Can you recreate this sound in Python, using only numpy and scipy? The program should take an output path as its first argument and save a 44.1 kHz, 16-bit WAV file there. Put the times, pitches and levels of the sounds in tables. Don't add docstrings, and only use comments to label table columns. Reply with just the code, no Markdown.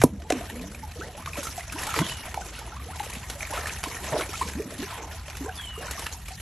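import sys
import numpy as np
from scipy import signal
from scipy.fft import rfft, irfft, next_fast_len
from scipy.io import wavfile
from scipy.ndimage import uniform_filter1d, minimum_filter1d

SR = 44100
rng = np.random.default_rng(int(sys.argv[2]) if len(sys.argv) > 2 else 0)


def unload_wav(signal):
    wavfile.write(
        sys.argv[1],
        SR,
        np.round(np.clip(np.atleast_2d(signal).T, -1, 1) * 32767).astype(np.int16),
    )


def gain_from_db(level_db):
    decades = np.asarray(level_db, float) / 20
    return 10 ** decades


N = 282681

# (frequency [Hz], density [dB per Hz])
SPRAY = [(880, -2.5), (1500, -3), (2410, -6), (4500, -5.5), (4820, -4), (5220, -4), (7030, -3),
         (8570, -7.5), (9000, -22.5), (9840, -6), (11000, -0.5), (12700, -13), (16000, -43)]
# (time [s], peak level [dB], pitch [Hz])
DRIPS = [(0.748, -32, 2370), (1.012, -29, 1368), (1.334, -25, 2430), (1.47, -23, 1270),
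         (1.608, -27.5, 1960), (1.699, -28.5, 2480), (1.832, -25, 1830), (1.892, -23, 1310),
         (1.912, -28, 1280), (1.942, -15, 1210), (2.097, -22, 2580), (2.236, -32, 2260), (2.418, -33, 1440),
         (2.722, -32, 1340), (3.154, -29.5, 2550), (3.408, -23.5, 2300), (3.43, -19, 2120),
         (3.576, -24, 1270), (3.659, -21.5, 1720), (3.696, -23, 2420), (3.914, -33, 2160),
         (4.198, -23, 1346), (4.339, -25, 1270), (4.486, -33, 1575), (5.493, -25.5, 1530),
         (5.597, -29.5, 1590), (5.83, -32, 1580), (5.883, -30, 1400), (6.062, -28, 1660)]


def jaw_claps():
    # (time [s], level [dB], pitch at closing [Hz], settled pitch [Hz], t60 [s])
    hollows = [
        (0.0012, -23, 120, 121, 0.13),
        (.0185, -22.5, 930, 610, 0.021),
        (.04, -20, 1180, 950, 0.042),
        (0.0375, -3, 756, 243, 0.044),
        (.039, -7.5, 100, 149, 0.041),
        (0.3048, -16, 438, 550, 0.021),
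        (0.3054, -16, 506, 760, 0.036),
        (0.324, -16.5, 544, 258, 0.042),
    ]
    # (time [s], level [dB], rise [s], t60 [s], centre frequency [Hz])
    cracks = [(0.0, -34, .002, 0.19, 5000), (0.015, -16, .0015, 0.029, 6860),
              (0.0159, -13.5, 0.0012, 0.041, 1580), (0.22, -30.5, 0.0014, 0.024, 3200),
              (0.324, -31, 0.021, 0.28, 2140), (0.021, -19, 0.0086, 0.056, 9000),
              (0.0369, -7, 0.0003, 0.0058, 8500), (0.038, -10.5, 0.00094, 0.023, 11400),
              (.299, -30, .001, 0.022, 2500), (0.302, -11.5, 0.00062, 0.019, 5700),
              (0.302, -16, 0.0006, 0.029, 1820), (0.3215, -10, 0.0012, 0.019, 4270)]
    # (frequency [Hz], gain [dB])
    port_colour = [(2500, 0.5), (4500, -5), (7000, 0.5), (9000, -6), (11000, 5), (12800, -4), (14800, -19)]
    jaws = np.zeros((2, N))
    for s, *ring in hollows:
        add(jaws, s, hollow(*ring))
    for s, *burst in cracks:
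        add(jaws, s, crack(*burst))
    return colour(jaws, port_colour) * gain_from_db(np.array([[-.2], [.2]]))


def hollow(db, start_hz, end_hz, t60):
    t = np.arange(round(.25 * SR)) / SR
    hz = end_hz + (start_hz - end_hz) * np.exp(-t / 0.0025)
    rise = 1 - np.exp(-t * start_hz / 0.16)
    return gain_from_db(db - 60 * (t / t60) ** 1.35) * rise * np.sin(2 * np.pi * np.cumsum(hz) / SR)


def crack(db, rise, t60, hz, froth=0):
    t = np.arange(round(max(.05, .6 * t60) * SR)) / SR
    rough = rng.standard_normal(len(t)) + np.resize(froth, len(t))
    noise = evened(band(rough, hz / 2.97, min(hz * 1.45, 13000)))
    fade_out = signal.windows.tukey(2 * len(t), .3)[len(t):]
    return gain_from_db(db - 3.0 - 60 * t / t60) * (1 - np.exp(-t / rise)) * noise * fade_out


def splashes():
    # (time [s], level [dB], rise [s], t60 [s], centre frequency [Hz])
    sheets = [(.05, -30, 0.015, 0.69, 150), (.33, -27.5, 0.011, 0.39, 330), (.95, -34.5, 0.094, 0.87, 440),
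              (2.52, -34, 0.027, 0.41, 3500), (2.8, -39.5, 0.065, 0.51, 290), (2.3, -36.5, 0.11, 1.13, 520),
              (3.85, -36.5, 0.056, 0.57, 380), (4.4, -33.5, .04, 0.6, 320), (4, -35, .03, 0.65, 310),
              (4.88, -31.5, .04, 0.59, 1170), (.5, -35, 0.045, 0.86, 480), (1.96, -24, 0.018, 0.27, 400),
              (4.114, -19.5, 0.014, 0.38, 730), (4.345, -25.5, 0.069, 0.47, 6500),
              (4.971, -32.5, 0.035, 0.43, 650), (3.53, -28, 0.025, 0.55, 1080), (4.6, -33, 0.06, 0.71, 300),
              (5.8, -34, 0.029, 0.55, 1300), (1.78, -33.5, 0.034, 0.67, 2200),
              (3.8382, -17, .0005, .016, 3300), (3.8445, -22, .0015, .03, 3100),
              (3.832, -24, .001, .016, 1700), (3.298, -23, .002, .045, 4300)]
    # (time [s], peak level [dB], burst t60 [s], level under 3 kHz [dB])
    slaps = [(0.7472, -30, 0.043, -25), (1.26, -24, 0.021, 7), (1.3701, -28.5, 0.2, 2.5),
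             (1.4313, -22.5, 0.18, -17), (1.47, -21.5, 0.03, -19), (1.595, -27, 0.036, -1),
             (1.7235, -22.5, 0.064, -20), (1.7897, -25, 0.25, -5), (1.8687, -18.5, 0.049, -25),
             (1.962, -28, 0.08, 9), (1.9895, -14, 0.03, 3.5), (2.17, -27.5, 0.029, -22),
             (2.3431, -19.5, 0.012, 2.5), (2.9972, -23, 0.019, 4.5), (3.0304, -29.5, 0.13, -1),
             (3.101, -25, 0.047, -19), (3.1356, -24.5, 0.052, -14), (3.2997, -20, 0.036, -15.5),
             (3.5343, -27.5, 0.42, 3.5), (3.67, -22.5, 0.093, 1.5), (3.8388, -18, 0.02, 1),
             (4.0414, -31, 0.25, 4.5), (4.1918, -24.5, 0.034, 3), (4.2092, -23.5, 0.083, 5),
             (5.2815, -33, 0.033, 7.5), (5.37, -23.5, 0.03, -27), (5.9102, -16.5, 0.048, -32),
             (5.9936, -20.5, 0.066, -16), (6.066, -19, 0.023, 3), (6.284, -27, 0.074, -9)]
    # (time [s], peak level [dB], level under 3 kHz [dB])
    flecks = [(0.2004, -39, -8), (0.4299, -28, -12), (0.5048, -33, -12), (0.614, -27, -11),
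              (0.9597, -33, -7), (1.1772, -28, -2), (1.222, -31, 1), (1.5773, -22.5, -7),
              (1.8176, -23, -10), (1.8347, -14.5, -9), (1.9415, -21, -3), (2.007, -22, -3),
              (2.2697, -37, -12), (2.3141, -29, 0), (2.4488, -27, -15), (2.5903, -23, -11),
              (3.047, -22, -6), (3.263, -31, 0), (3.313, -30, -11), (3.334, -30, -10), (3.495, -32, 3),
              (3.6326, -29, 5), (3.7948, -30, -11), (3.8314, -21, -1), (3.9162, -24, -7),
              (3.9679, -26, -12), (4.2403, -25, -12), (4.2986, -35, -4), (4.4855, -20, -7),
              (4.6209, -27, -6), (4.781, -28, -11), (5.353, -28, -12), (5.5722, -28, -10),
              (6.0174, -26, -5), (6.0432, -21, -8), (6.2687, -34, -13)]
    water = np.zeros((2, N))
    froth = 0.4 * swarm(339.3, 3450, 1200, 4.4, 3.4, count=10)
    for s, *burst in sheets:
        add(water, s, crack(*burst, froth=froth[round(s * SR):]))
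    for s, *burst in slaps:
        add(water, s - .001, slap(*burst))
    for s, db, low_db in flecks:
        add(water, s - .001, slap(db - 4, t60=0.033, low_db=low_db - 2))
    for s, db, _ in DRIPS:
        add(water, s - .002, slap(db - 8, t60=.014, low_db=6.0))
    return water


def slap(db, t60, low_db):
    t = np.arange(round(.15 * SR)) / SR
    noise = rng.standard_normal((3, len(t)))
    high = evened(colour(noise[0] + 0.14 * np.array([noise[1], -noise[1]]), SPRAY))
    low = evened(band(noise[2], 690, 3000))
    tick = 1.3 * gain_from_db(-60 * t / 0.018)
    shape = (gain_from_db(-60 * t / max(t60, .005)) + tick) * (1 - np.exp(-t / 0.0015))
    return gain_from_db(db - 10.5) * shape * (high + gain_from_db(low_db) * low)


def trapped_bubbles():
    # (time [s], peak level [dB], pitch [Hz], length [cycles], pitch rise [share])
    gulps = [(0.989, -31, 326, 10.3, 0.67), (1.258, -32, 129, 3.9, 0.2), (1.374, -26, 550, 1.5, -0.12),
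             (1.74, -31, 291, 11, 0.47), (1.9945, -15.5, 140, 5, 0.5), (2.014, -16, 308, 3.8, 0.087),
             (3.167, -31.5, 205, 3.2, 0.27), (3.538, -24, 570, 7, -0.1), (3.524, -24.5, 900, 15, .4),
             (3.87, -26.5, 267, 3.2, 0.88), (4.124, -24, 135, 3, 0.1), (4.118, -28, 530, 4, 0.5),
             (4.186, -24, 343, 7.7, 0.19), (4.413, -14, 975, 12.6, 0.23), (4.79, -25, 254, 5.9, 0.29),
             (4.809, -27.5, 228, 7, 0.86), (4.827, -23.5, 370, 7.7, 0.07), (.829, -31, 880, 24, -.07),
             (1.579, -24, 734, 10.8, -0.094), (3.002, -19.5, 847, 11.6, -0.07),
             (3.067, -26.5, 550, 2.2, -0.0033), (3.354, -37, 582, 16, -0.064), (1.386, -24, 270, 2.2, .1),
             (2.68, -37.5, 340, 6, 0.14), (1.09, -36, 734, 17, -0.02), (2.107, -34, 130, 3, 0.16),
             (4.292, -31, 363, 4.3, .2), (4.995, -33, 420, 5.5, 0.37), (4.222, -30, 330, 7, .15),
             (4.452, -29, 190, 4, .2)]
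    # (time [s], peak level [dB], pitch [Hz])
    plops = [(0.409, -29, 670), (1.178, -35, 827), (1.275, -22, 1137), (1.356, -33, 997),
             (1.76, -27.5, 947), (1.872, -29, 820), (1.964, -26, 530), (1.989, -17, 910),
             (2.022, -26, 1010), (2.342, -30, 950), (2.376, -15.5, 770), (2.4, -33, 707),
             (2.797, -36, 1140), (2.887, -32.5, 735), (3.859, -25, 986), (4.123, -19, 600),
             (4.133, -24.5, 940), (4.16, -22.5, 627), (2.765, -31, 1110), (4.926, -27, 950),
             (5.459, -36, 433), (5.46, -30.5, 966), (5.978, -29.5, 1126)]
    # (time [s], peak level [dB], pitch [Hz])
    blips = [(0.56, -34, 480), (0.638, -34, 641), (1.833, -32, 977), (2.237, -36, 886), (2.28, -36, 700),
             (2.589, -40, 530), (2.614, -34, 860), (2.949, -35, 1000), (3.432, -35, 630),
             (3.499, -34.5, 595), (3.576, -28.5, 668), (3.648, -35, 579), (3.729, -36, 930),
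             (3.914, -32, 966), (4.038, -33, 594), (4.082, -31, 635), (4.2, -29.5, 553), (4.261, -34, 525),
             (4.722, -34, 619), (4.956, -29, 950), (5.036, -30.5, 896), (5.281, -34.5, 597),
             (5.807, -35, 684), (6.022, -32, 880), (6.147, -38, 929),
             (0.5965, -33, 2420), (0.7203, -39, 1430), (0.9193, -38, 2450), (1.2251, -35, 1170),
             (1.3567, -26, 2370), (1.429, -31, 1370), (1.454, -30, 1320), (1.734, -31, 1550),
             (1.787, -26, 2670), (1.8745, -28, 1310), (1.964, -23, 2240), (2.0203, -25, 1460),
             (2.5526, -29, 2700), (2.5835, -32.5, 1420), (2.9342, -33, 1370), (3.1298, -29, 2410),
             (3.2335, -35, 2650), (3.4526, -26, 2350), (3.6112, -28, 1720), (3.7064, -28, 1630),
             (3.7747, -31, 2580), (3.924, -27, 2120), (3.9463, -31, 2360), (3.9679, -34, 1410),
             (4.0455, -34, 1850), (4.0951, -30, 1250), (4.2214, -23, 2130), (4.236, -27, 2310),
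             (4.2931, -30, 2430), (4.3564, -27, 2430), (4.429, -25.5, 2200), (4.6219, -31.5, 2380),
             (4.8334, -29, 1630), (4.9043, -32, 1210), (5.1272, -35.5, 1390), (5.3007, -32.5, 2400),
             (5.3537, -31.5, 2520), (5.5254, -34, 2720), (5.7635, -32.5, 1170), (5.851, -30, 1710),
             (6.07, -29, 1660), (6.2836, -33, 2250)]
    hard_db, hard_cycles, cycles_per_db, cycles_per_khz = -20, 6.8, 0.55, 0.9
    placed = list(gulps)
    for s, db, hz in plops + DRIPS:
        cycles = hard_cycles + cycles_per_db * (hard_db - db) + cycles_per_khz * hz / 1000
        placed.append((s, db, hz, cycles))
    for s, db, hz in blips:
        placed.append((s, db, hz, 8.2 + cycles_per_khz * hz / 1000, .08))
    water = np.zeros((2, N))
    for s, db, *size in placed:
        pan_db = rng.normal(-.5, 2.6) * min(size[0] / 900, 1)
        gain = gain_from_db(db - 3.5 + pan_db * np.array([[.5], [-.5]]))
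        add(water, s - .0015, gain * bubble(*size))
    return water


def bubble(hz, cycles, rise=0.11):
    u = np.linspace(0, 1, int(max(cycles, 1.5) * 1.606 / hz * SR))
    shape = (1 - np.exp(-u / .2)) ** 1.6 * np.exp(-3.8 * u) * (1 - u ** 4)
    phase = 2 * np.pi * np.cumsum(hz * (1 + rise * (2 * u - .4))) / SR
    return shape / shape.max() * np.sin(phase)


def air_pockets():
    # (time [s], length [s], first pitch [Hz], last pitch [Hz], level [dB])
    pockets = [(.125, .055, 215, 190, -37), (0.198, .035, 640, 700, -48), (.248, 0.04, 830, 900, -48),
               (.345, 0.077, 268, 196, -34), (0.518, 0.18, 213, 319, -38), (.58, 0.27, 164, 262, -41),
               (.956, 0.041, 466, 523, -42), (1.012, 0.037, 1250, 2060, -36.5),
               (1.033, 0.072, 484, 758, -45.5), (1.372, .055, 590, 530, -33.5),
               (4.551, .056, 180, 430, -29), (4.597, 0.022, 385, 420, -24), (4.655, .03, 170, 380, -32),
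               (5.406, .046, 278, 261, -33), (5.441, 0.047, 310, 660, -35), (5.478, 0.05, 770, 740, -37),
               (5.776, .045, 380, 640, -38), (6.306, .035, 690, 876, -41), (2.728, .045, 780, 1200, -45.5),
               (2.862, .035, 400, 780, -41), (2.893, .05, 780, 1420, -45), (2.952, .04, 1080, 720, -44),
               (1.148, .035, 520, 820, -43)]
    water = np.zeros((2, N))
    for row in pockets:
        add(water, *pocket(*row))
    return water


def pocket(s, length, first_hz, last_hz, db):
    u = np.linspace(0, 1, num=9)
    hz = first_hz * (last_hz / first_hz) ** u
    level_db = db - 15 * abs(u - 0.13)
    return glide(np.transpose([s + length * u, hz, level_db]), wobble=0.039, flutter_db=3.0)


def spray(surge):
    flicker = gain_from_db(2.24 * surge + 1.77 * evened(uniform_filter1d(rng.standard_normal(N), 90)))
    drops = swarm(1802, 13700, 2500, 5.4, 4.5, count=14)
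    mix = evened(rng.standard_normal((2, N))) + .55 * np.array([drops, np.roll(drops, 900)])
    z = signal.stft(mix * flicker, nperseg=256)[2]
    patches = uniform_filter1d(rng.standard_normal(z.shape[1:]), 9, 0)
    patches = evened(uniform_filter1d(patches, 10, 1))
    mix = colour(signal.istft(z * gain_from_db(3.32 * patches), nperseg=256)[1][:, :N], SPRAY)
    return gain_from_db(stir(1) + 5.5) * evened(widen(*mix))


def gurgle(surge):
    wash = rng.standard_normal((2, N))
    small = swarm(641.6, 3890, 800, 8.9, 4.15, count=20) + 0.77 * evened(band(wash[0], 740, 3540))
    large = swarm(139, 694, 150, 5.9, 4.3, count=16) + .5 * evened(band(wash[1], 86, 650))
    small_db = stir(1) + stir(2) - 0.5
    calm_db, slosh_db = -46, -54
    large_db = slosh_db + 0.22 * (stir(1) - calm_db) + 0.59 * stir(2) - 4.0
    x = gain_from_db(small_db) * evened(small * gain_from_db(1.6 * surge))
    x += gain_from_db(large_db) * evened(large * gain_from_db(2.9 * surge))
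    return widen(x, np.roll(x, 700))


def swarm(low_hz, high_hz, per_s, cycles, spread_db, count=24):
    out = np.zeros(N)
    slots = N // 8
    for hz in np.geomspace(low_hz, high_hz, count):
        chance, luck = rng.random((2, slots))
        clump = np.repeat(np.minimum(rng.exponential(1, N // 2048 + 1), 2.4), 256)[:slots]
        born = chance < clump * per_s / count / SR * 8
        size = np.zeros(N)
        where = np.arange(slots) * 8 + rng.integers(0, 8, slots)
        size[where] = gain_from_db(spread_db * np.minimum(-np.log(luck + 1e-9), 3.0)) * born
        ring = bubble(hz, cycles * rng.uniform(0.63, 2.25), rng.uniform(-0.047, 0.3))
        out += signal.oaconvolve(size, ring)[:N]
    return evened(out)


def stir(column):
    # (time [s], surface stirring [dB], trapped air above it [dB])
    stirring = [(0.08, -62, -2), (0.28, -59, 4), (0.32, -48, 5.5), (0.77, -55, 2), (1.2, -52.5, 4.5),
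                (1.45, -42, -11), (1.69, -49, 3), (1.97, -39.5, 4), (2.19, -48, 2.5), (2.8, -54, 6),
                (3.1, -47.5, 2), (4.3, -42.5, 0.5), (4.58, -50, -2.5), (4.9, -45, 4.5), (5.14, -51, 4.5),
                (5.68, -50.5, 2.5), (5.95, -46.5, 4), (6.41, -51.5, -11)]
    table = np.transpose(stirring)
    return np.interp(np.arange(N) / SR, table[0], table[column])


def lapping():
    return evened(uniform_filter1d(uniform_filter1d(rng.standard_normal(N), 500), 300))


def lull():
    # (middle time [s], half width [s], depth [dB])
    lulls = [(.68, .03, -2.5), (.8, .03, -1.5), (1.14, .03, -4), (1.24, .016, -5.5), (1.55, 0.034, -2.5),
             (2.72, 0.064, -1.5), (3.275, .022, -7), (3.465, 0.026, -2), (3.82, .014, -2),
             (4.28, 0.024, -4.5), (3.365, .024, -5), (4.68, 0.059, -2), (5.05, .04, -3.5),
             (5.24, 0.027, -5), (5.51, 0.027, -4), (5.72, 0.045, -3.5), (6.23, 0.036, -2.5)]
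    t = np.arange(N) / SR
    return gain_from_db(sum(db * np.exp(-((t - s) / half) ** 2) for s, half, db in lulls))


def walls(x):
    t = np.arange(round(.15 * SR)) / SR
    tail = rng.standard_normal((2, len(t))) * gain_from_db(-60 * t / 0.16) * (t > .004)
    tail += 0.89 * tail[::-1]
    return signal.oaconvolve(x, tail / np.linalg.norm(tail[0]), axes=1)[:, :N]


def far_bird():
    # (time [s], length [s], first pitch [Hz], level [dB], unsteadiness [share])
    calls = [
        (2.009, .24, 3520, -41, 0.021),
        (5.554, 0.034, 5110, -46, .02),
        (5.567, .27, 3570, -40.5, 0.0095),
    ]
    far = np.zeros((2, N))
    for row in calls:
        add(far, *whistle(*row))
    return far


def whistle(s, length, first_hz, db, wobble):
    t = np.linspace(0, length, num=30)
    rest_hz, settle_s = 2770, .09
    hz = rest_hz + (first_hz - rest_hz) * np.exp(-t / settle_s)
    level_db = db - 11.5 * (t / length) ** 2
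    return glide(np.transpose([s + t, hz, level_db]), wobble, flutter_db=3.0)


def rumble():
    # (frequency [Hz], density [dB per Hz])
    drone_spectrum = [(12, -42), (20, -42.5), (48, 4.5), (73, 9), (93, 1.5), (208, -10.5), (400, -30),
                      (520, -62), (880, -120)]
    return gain_from_db(-41) * evened(colour(rng.standard_normal(N), drone_spectrum))


def glide(rows, wobble, flutter_db):
    s, hz, db = np.transpose(rows)
    t = np.arange(s[0], s[-1], 1 / SR)
    drift, flutter = evened(uniform_filter1d(rng.standard_normal((2, len(t))), 200))
    smooth_hz = uniform_filter1d(np.interp(t, s, hz), 300, mode="nearest")
    tone = np.sin(2 * np.pi * np.cumsum(smooth_hz * (1 + wobble * drift)) / SR)
    level = np.sqrt(2) * gain_from_db(np.interp(t, s, db) + flutter_db * flutter)
    return s[0], level * tone * signal.windows.tukey(len(t), .15)


def widen(x, other):
    # (frequency [Hz], left-right likeness [share])
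    likeness = [(60, 0.99), (130, 1.0), (290, 0.98), (640, 0.92), (1410, 1), (2400, 0.91), (3600, 0.66),
                (6820, 0.46), (15000, 0.63)]
    size = next_fast_len(N)
    same = np.clip(read(likeness, np.fft.rfftfreq(size, 1 / SR)), 0, 1)
    mid = rfft(x, size) * np.sqrt((1 + same) / 2)
    side = rfft(other, size) * np.sqrt((1 - same) / 2)
    return irfft(np.array([mid + side, mid - side]), size)[:, :N]


def evened(x):
    return x / np.sqrt(np.mean(x ** 2) + 1e-20)


def read(points, hz):
    f, value = np.transpose(points)
    return np.interp(np.log(hz + 1), np.log(f + 1), value)


def add(mix, s, sound):
    part = mix[..., round(s * SR):][..., :sound.shape[-1]]
    part += sound[..., :part.shape[-1]]


def band(x, low_hz, high_hz, order=2):
    sos = signal.butter(order, [low_hz, min(high_hz, .45 * SR)], "bandpass", fs=SR, output="sos")
    return signal.sosfilt(sos, x)


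def colour(x, points):
    size = next_fast_len(x.shape[-1])
    gain = gain_from_db(read(points, np.fft.rfftfreq(size, 1 / SR)))
    return irfft(rfft(x, size) * gain, size)[..., :x.shape[-1]]


def scene():
    jaws = jaw_claps()
    water = splashes() + trapped_bubbles() + air_pockets()
    far = far_bird()
    surge = lapping()
    beds = lull() * (spray(surge) + gurgle(surge)) + rumble()
    echoes = walls(gain_from_db(-17.0) * jaws + gain_from_db(-9.0) * water + gain_from_db(-7.0) * far)
    return jaws + water + echoes + far + beds


def thin_treble(z, hz, level_db):
    # (low edge [Hz], high edge [Hz])
    thin_bands = [(4760, 4920), (8560, 9100), (9100, 9720), (12300, 13200), (13200, 14600), (14600, 15900),
                  (15900, 22050)]
    frames = len(level_db)
    jump_db = -minimum_filter1d(uniform_filter1d(level_db, 60) - level_db, 3)
    needs_db = (-.6, 4.2, 4.6, -3.5, 3.6, 7, 60)
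    open_db = (-9, 1.1, 1.1, -3, 0.5, -18.0, 0)
    for (low, high), need, kept_db in zip(thin_bands, needs_db, open_db):
        whim = np.repeat(rng.normal(0, 1.8, frames), 3)[:frames]
        z[:, (hz > low) & (hz < high)] *= np.where(jump_db + whim > need, gain_from_db(kept_db), gain_from_db(-50))
    luck = rng.random((len(hz) // 4 + 1, frames // 6 + 1))
    luck = np.kron(luck, np.ones((4, 6)))[:len(hz), :frames]
    dip_chance = np.where(hz > 13200, .3, .03 * (hz > 3000))[:, None]
    return z * np.where(luck < dip_chance, gain_from_db(-30), 1)


def thin_tones(t, level_db):
    # (frequency [Hz], level [dB])
    tone_levels = [(8441, -63.5), (9819, -65)]
    time = np.arange(N) / SR
    out = np.zeros(N)
    for f, db in tone_levels:
        present = np.repeat(rng.random(len(t)) < .85, 16)[:len(t)]
        strength = present * gain_from_db(np.minimum(level_db - level_db.mean(), 4) + 4)
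        out += gain_from_db(db) * np.interp(time, t, strength) * np.sin(2 * np.pi * f * time)
    return out


def top_cut(x):
    return signal.sosfilt(signal.butter(12, 16130, fs=SR, output="sos"), x)


def record(dry):
    # (frequency [Hz], left over right [dB])
    port_lean = [(60, 0.15), (180, -0.37), (550, -1.5), (1650, -0.22), (4970, -0.67), (15000, 0.096)]
    hz, t, z = signal.stft(dry, SR, nperseg=1024)
    z *= gain_from_db(read(port_lean, hz)[:, None] * np.array([.5, -.5])[:, None, None])
    level_db = 10 * np.log10((abs(z[:, hz > 7000]) ** 2).mean((0, 1)) + 1e-14)
    z = thin_treble(z, hz, level_db)
    mix = signal.istft(z, SR, nperseg=1024)[1][:, :N] + thin_tones(t, level_db)
    return top_cut(mix)


dry = scene()
out = record(dry)
unload_wav(out)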